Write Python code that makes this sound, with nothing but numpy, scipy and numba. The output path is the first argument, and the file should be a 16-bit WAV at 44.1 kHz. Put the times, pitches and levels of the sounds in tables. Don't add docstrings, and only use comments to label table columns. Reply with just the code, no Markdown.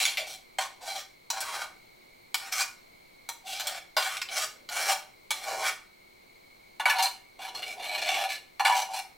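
import sys
import numpy as np
from scipy import signal
from scipy.fft import rfft, irfft
from scipy.io import wavfile
from numba import njit

SR = 44100
rng = np.random.default_rng(int(sys.argv[2]) if len(sys.argv) > 2 else 0)


def inscribe(sig):
    pcm = np.round(np.clip(np.atleast_2d(sig).T, -1, 1) * 32767)
    wavfile.write(sys.argv[1], SR, pcm.astype(np.int16))


N = 404397
UPRIGHT_S = 6.2
RELEASE_S = .016


def scrapes():
    # t/s, attack/s, length/s, ring level/dB, swell from start to end/dB,
    # hollow/dB, rasp/dB, grit/dB (all three relative to the ring), hollow f/Hz, ring f/Hz
    pushes = [ (0.0, 0.001, .14, -33, -18, -11, -13, -3.5, 910, 2830),
              (0.175, 0.0085, 0.059, -41, -10, 1, -15, -4.5, 680, 2600),
              (0.26, 0.021, 0.087, -43, -7, -7.5, -13, 0, 743, 3800),
              (0.6, 0.0098, 0.071, -41.5, -11, 1, -3.5, -2, 980, 3300),
              (0.8, 0.066, 0.2, -41, 5, -1.5, -6.5, -0.5, 797, 3550),
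              (1.32, 0.014, .31, -43, 5.5, 3, 2.5, -0.5, 930, 3400),
              (2.38, 0.018, .11, -50, 4.5, -2.5, 2, 1, 810, 2870),
              (2.51, 0.016, 0.11, -35.5, 2, -9, 0.5, 2.5, 800, 2783),
              (3.445, 0.067, .165, -37.5, 0, -9.5, -13.5, -2.5, 790, 3363),
              (3.63, 0.032, .14, -40, -5.5, -0.5, -2.5, -3.5, 760, 3420),
              (3.98, 0.0048, 0.18, -38.5, -6.5, -5.5, 0.5, -1.5, 830, 2842),
              (4.28, 0.058, 0.16, -37, 4, -4, -2, 3, 811, 2920),
              (4.7, 0.019, 0.23, -36, 6, 1, 0.5, 2, 820, 2920),
              (5.33, 0.0092, 0.12, -44.5, -5, -3.5, -4.5, 0, 782.7, 2383),
              (5.44, 0.038, .2, -43.5, -0.5, 9, 0.5, 2.5, 844, 2630),
              (5.61, 0.034, 0.069, -30.5, 5, -5.5, 0.5, -2, 901.4, 2630),
              (6.854, 0.0084, 0.068, -31, -11, 0.5, 5.5, -7, 960, 2640),
              (6.94, 0.083, 0.13, -30, -8.5, 1, -7.5, -9, 877, 3660),
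              (7.39, 0.022, 0.1, -43, -1, 0.5, -5, -6.5, 907, 3650),
              (7.54, 0.006, 0.19, -45, 4.5, -3.5, -9, -4, 713, 3160),
              (7.76, 0.073, .39, -35, 10.5, -2.5, -11, -7.5, 734.6, 2700),
              (8.158, 0.0095, .085, -33, -0.5, 4, -7, -6, 744, 2900),
              (8.27, 0.032, 0.074, -34, -4, -12, -16.5, -5, 780, 2251),
              (8.645, 0.0057, 0.089, -32, -8.5, 5.5, 2, -4.5, 930, 3173),
              (8.74, 0.013, 0.079, -32, -8.5, 2, -8, -2, 818.4, 3370),
              (8.89, 0.054, 0.087, -36.5, 4, 3, -6.5, 0, 846, 3400), ]
    hollow_follows, grit_follows = .78, 1.09
    out = np.zeros((2, N))
    for s, attack_s, length_s, db, swell_db, hollow, rasp, grit, hollow_hz, ring_hz in pushes:
        lead_s = .22 * attack_s
        t = np.arange(max(-lead_s, -s), length_s + 3 * RELEASE_S, 1 / SR)
        force = friction(len(t), slip_hz=650, spread_db=4, smooth_db=-2.5, judder_db=2.5)
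        if s > UPRIGHT_S:
            force *= skipping(len(t))
        speed_db = stroke_db(t, attack_s, length_s, swell_db)
        early_db = stroke_db(t + lead_s, attack_s, length_s, swell_db)
        spots = int(np.ceil(len(t) / SR / .13))
        for part in np.array_split(np.arange(len(t)), spots):
            zones = dish(s, scatter_db=2.2, mode_db=3.5, ripple_db=3.5)
            pace_db = speed_db[part]
            levels_db = (db + hollow + hollow_follows * early_db[part], db + rasp + pace_db,
                         db + pace_db, db + grit + grit_follows * pace_db)
            sound = contact(force[part], zones, levels_db, hollow_hz, ring_hz, hollow_width_hz=183)
            add(out, s + t[part[0]], sound)
    return out


def stroke_db(t, attack_s, length_s, swell_db):
    engage = np.clip(t / max(attack_s, 1e-3), 1e-3, 1)
    swell = undb(swell_db * (np.minimum(t / length_s, 1) - .5))
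    lift = np.exp(-np.maximum(t - length_s, 0) / RELEASE_S)
    return 20 * np.log10(engage * swell * lift)


def friction(n, slip_hz, spread_db, smooth_db, judder_db):
    gap, strength = rng.standard_normal((4000, 2)).T
    at = (np.cumsum(np.exp(.6 * gap)) * SR / slip_hz).astype(int)
    slips = np.bincount(at[at < n], undb(spread_db * np.clip(strength[at < n], -2, 2)), n)
    force = unit(slips) + undb(smooth_db) * rng.standard_normal(n)
    return unit(force * undb(judder_db * wander(n, 70.05)))


def skipping(n, rate_hz=35, rate_spread=.15, depth_db=11):
    skips = np.cumsum(rate_hz * (1 + rate_spread * wander(n, 17.7))) / SR
    return unit(undb(-depth_db * (skips % 1)))


def taps(size=4096):
    # t/s, ring level/dB, hollow/dB, grit/dB (both relative to the ring),
    # chatter decay/s, ring f/Hz
    landings = [(0.0533, -11, -26, -3.5, 0.0027, 2830), (0.171, -20, -27, -6.5, 0.012, 2600),
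                (0.585, -22.5, 4.5, -3, 0.0062, 2900), (1.302, -19, -4.5, 3, 0.0035, 3880),
                (1.405, -30, -13, 5.5, 0.011, 4400), (2.3434, -16.5, -11.5, -0.5, 0.0039, 3240),
                (2.523, -24.5, -17, 3, 0.0081, 3800), (2.605, -28, -2.5, 5, 0.007, 4100),
                (3.289, -24.5, -5.5, 2, 0.0042, 3430), (3.597, -26.5, -5.5, -1, 0.011, 3200),
                (3.670, -22, -12, 1.5, 0.0056, 3270), (3.966, -17.5, 1.5, -5, 0.016, 3495),
                (4.025, -20, -7, -3, 0.0026, 3582), (4.168, -26.5, -15, -4, 0.0062, 2370),
                (4.216, -20, -10, -5.5, 0.0046, 2620), (4.287, -30, -28, -15, 0.0058, 2400),
                (4.689, -28.5, -10, -1.5, 0.0056, 3740), (4.9186, -21, 3.5, 5, .0036, 3920),
                (5.3054, -17.5, -11.5, -4.5, 0.0087, 3400), (6.797, -24.5, 5, -9.5, .012, 2538),
                (6.8555, -15.5, -2, -12.5, 0.0052, 2400), (6.897, -16, -13, -6.5, 0.0094, 2600),
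                (6.984, -25.5, 3.5, -0.5, 0.012, 3300), (7.024, -24, -15, 5.5, 0.017, 3100),
                (7.390, -45, 9, -5, 0.0098, 2800), (7.548, -32, -12, -5.5, 0.02, 4000),
                (7.628, -24.5, -32, -23, 0.0045, 3030), (7.8418, -29.5, -18, -2, 0.0041, 2291),
                (8.0172, -36, -11, 5, .003, 3406), (8.078, -19.5, -34, -26, 0.0057, 2703),
                (8.5956, -21.5, 9, -6, 0.0097, 2520), (8.65, -16, -3.5, -9, 0.01, 2314),
                (8.696, -35.5, 20, -21.5, 0.012, 2600)]
    onset_s = .00008
    out, t = np.zeros((2, N)), np.arange(size) / SR
    for s, db, hollow, grit, chatter_s, ring_hz in landings:
        chatter = rng.standard_normal(size) * undb(5.47 * rng.standard_normal(size) - 5.5)
        force = chatter * np.exp(-t / chatter_s)
        force[0] += 4.5
        force *= 1 - np.exp(-(t + 1 / SR) / onset_s)
        zones = dish(s, scatter_db=3.0, mode_db=0.5, ripple_db=5.0)
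        levels_db = (db + hollow, db + hollow / 2 - 3.5, db, db + grit)
        add(out, s, contact(force, zones, levels_db, hollow_hz=930, ring_hz=ring_hz, hollow_width_hz=143))
    return out


def dish(s, scatter_db, mode_db, ripple_db, size=4096):
    # f/Hz, nominal width/Hz, level tipped/dB, level cupped upright/dB
    modes = [(504, 71, 5, 12), (615.6, 48, 10.5, 32.5), (766, 18.6, 14, 40), (934, 10, 2, 30),
             (813.4, 94, -18, 31), (970, 3.7, -17.5, 36.5), (1010, 13, -21, 33), (1110, 33, 13.5, 32.5),
             (1207, 37, 6, 6), (1457, 23.4, 7.5, 25), (1533, 14, 7, 7), (1692, 24, -2, 18),
             (1720, 21, -18, 24), (1850, 9.3, 3.5, 20.5), (2298, 68, 13, 24.5), (2440, 10, 6, 14),
             (2488, 30, -14, 17), (2808, 45, 6, 22), (2986.7, 32, -8, 18.5), (3203, 43, 9, 9),
             (3412, 70, 7.5, 15.5), (3585, 24, 7, 20), (4073, 49, 13, 21), (4240, 120, 7, 20.5),
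             (4690, 135, 9, 12), (5505, 460, 11.5, 12), (6105, 70, 3.5, 12), (7150, 390, 5, -24),
             (7460, 250, 2, 7.5), (8000, 240, 5, 6.5), (9760, 1160, 3.5, 7), (11970, 150, 3.5, 8.5)]
    # f/Hz, level/dB
    body = [(100, -70), (330, -11.5), (470, -7.5), (620, -5.5), (800, -6), (1300, -2.5), (2500, -5),
            (5000, -7), (9000, -10.5), (15500, -12.5)]
    edges = (1150, 2000, 5000)
    hz = np.arange(size // 2 + 1) * SR / size
    mode_hz, width, tipped_db, upright_db = np.transpose(modes)
    held_db = upright_db if s > UPRIGHT_S else tipped_db
    db = held_db + mode_db + scatter_db * rng.standard_normal(len(modes))
    power = 1 + resonance(hz[:, None], mode_hz, 1.78 * width) ** 1.16 @ undb(db) ** 2
    crowd = np.interp(hz, np.linspace(0, SR / 2, 220), rng.standard_normal(220))
    gain = np.sqrt(power) * eq_curve(body, hz) * undb(ripple_db * crowd * np.minimum(hz / 4000, 1))
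    below = [np.zeros_like(hz)] + [1 / (1 + (hz / edge) ** 16) for edge in edges] + [np.ones_like(hz)]
    zones = [minimum_phase(gain * np.sqrt(share + 1e-9)) for share in np.abs(np.diff(below, axis=0))]
    return [zone / np.sqrt(np.sum(zone ** 2)) for zone in zones]


def contact(force, zones, levels_db, hollow_hz, ring_hz, hollow_width_hz):
    hollow_drive = springy_tip(force, zones[0], hollow_hz, hollow_width_hz)
    ring_drive = springy_tip(force, zones[2], ring_hz, width_hz=2300)
    drives = (hollow_drive, force, ring_drive, force)
    metal = sum(signal.fftconvolve(x * undb(db), zone) for x, db, zone in zip(drives, levels_db, zones))
    return room(metal, t60_low_s=0.36, t60_high_s=0.28, wet_db=-2.0, side_db=-9.5)


def springy_tip(force, zone, centre_hz, width_hz):
    power = np.abs(rfft(zone)) ** 2
    hz = np.arange(len(power)) * SR / len(zone)
    share = resonance(hz, centre_hz, width_hz) @ power / power.sum()
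    return bandpass(force, float(centre_hz), float(width_hz)) / np.sqrt(share)


def rubs():
    # start t/s, end t/s, level/dB
    spells = [(0.101, 0.347, -66), (1.303, 1.7, -66.5), (4.101, 5.0, -66.5), (5.378, 5.79, -55.5),
              (7.301, 8.503, -59)]
    # f/Hz, level/dB
    colour = [(20, -16.5), (60, -8.5), (150, -13.5), (280, -5.5), (420, 3), (600, 3.5), (1200, -60),
              (4000, -60)]
    out, gain = np.zeros((2, N)), eq_curve(colour, np.arange(SR + 1) / 2)
    for start_s, end_s, db in spells:
        n = int((end_s - start_s) * SR)
        noise = shaped_noise(2 * SR, gain)[:n]
        rustle = unit(noise * np.hanning(n) ** .5 * undb(3.0 * wander(n, 24.5)))
        add(out, start_s, rustle[None] * undb(db))
    return out


def room(x, t60_low_s, t60_high_s, wet_db, side_db):
    # delay t/s, level/dB
    echoes = [(.0013, -8), (.0042, -18.5), (.0092, -4)]
    t = np.arange(SR // 3) / SR
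    noise = rng.standard_normal((2, len(t)))
    low = signal.sosfilt(signal.butter(1, 4000, fs=SR, output="sos"), noise)
    tail = low * undb(-60 * t / t60_low_s) + 1.405 * (noise - low) * undb(-60 * t / t60_high_s)
    tail *= 1 - np.exp(-t / 0.00091)
    mid, side = undb(wet_db) * tail / np.sqrt(np.sum(tail ** 2, axis=1, keepdims=True))
    side = undb(side_db) * signal.sosfilt(signal.butter(1, 7500, fs=SR, output="sos"), side)
    mid[0] += 1
    for delay_s, db in echoes:
        path_s = delay_s * np.exp(.12 * rng.standard_normal())
        mid[int(path_s * SR)] += undb(db)
    response = np.array([mid + side, mid - side]) / np.sqrt(np.sum(mid ** 2))
    return signal.fftconvolve(x[None], response, axes=1)


def room_air(level_db=-59):
    # f/Hz, relative level/dB
    air = [(15, -7), (25, -7.5), (50, -14), (130, -12.5), (350, -13.5), (500, -14), (1100, -20),
           (1700, -24), (3100, -22.5), (4800, -27), (8500, -28.5), (13000, -30), (15500, -26.5)]
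    # f/Hz, nominal width/Hz, relative level/dB
    peaks = [(2200, 200, -4), (4205, 500, -15.5), (359, 13, -10.5)]
    # f/Hz, side minus mid/dB
    spread = [(25, -25.5), (60, -15), (130, -3.5), (300, 1.5), (1000, 10), (2200, -4.5), (5000, -2.5),
              (12000, -15)]
    hz = np.arange(N // 2 + 1) * SR / N
    humps = sum(undb(db) * resonance(hz, f, 1.49 * width) ** 2 for f, width, db in peaks)
    gain = eq_curve(air, hz) + humps
    mid = shaped_noise(N, gain)
    side = shaped_noise(N, gain * eq_curve(spread, hz))
    return np.array([mid + side, mid - side]) / np.std(mid) * undb(level_db + .5 * wander(N, 1.7))


def undb(db):
    return 10 ** (np.asarray(db) / 20)


def unit(x):
    return x / np.sqrt(np.mean(x ** 2))


def eq_curve(points, hz):
    f, db = np.transpose(points)
    return undb(np.interp(np.log(hz + 1), np.log(f), db))


def shaped_noise(n, gain):
    return irfft(rfft(rng.standard_normal(n)) * gain, n)


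def resonance(hz, centre_hz, width_hz):
    return 1 / (1 + (2 * (hz - centre_hz) / width_hz) ** 2)


@njit
def bandpass(x, centre_hz, width_hz):
    y, band, low = np.empty(len(x)), 0., 0.
    tuning, damping = np.tan(np.pi * centre_hz / SR), width_hz / centre_hz
    for i in range(len(x)):
        swing = (band + tuning * (x[i] - low)) / (1 + tuning * (tuning + damping))
        band, low = 2 * swing - band, low + 2 * tuning * swing
        y[i] = damping * swing
    return y


def minimum_phase(gain):
    cepstrum = irfft(np.log(gain + 1e-9))
    half = len(cepstrum) // 2
    cepstrum[1:half] *= 2
    cepstrum[half + 1:] = 0
    return irfft(np.exp(rfft(cepstrum)))


def wander(n, rate_hz):
    return np.interp(np.arange(n) * rate_hz / SR, np.arange(4096), rng.standard_normal(4096))


def add(track, s, sound):
    start = max(int(s * SR), 0)
    track[:, start:start + sound.shape[1]] += sound[:, :N - start]


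def scene():
    return scrapes() + taps() + rubs() + room_air()


def record(dry):
    return signal.sosfilt(signal.ellip(10, .2, 80, 15900, fs=SR, output="sos"), dry)


dry = scene()
out = record(dry)
inscribe(out)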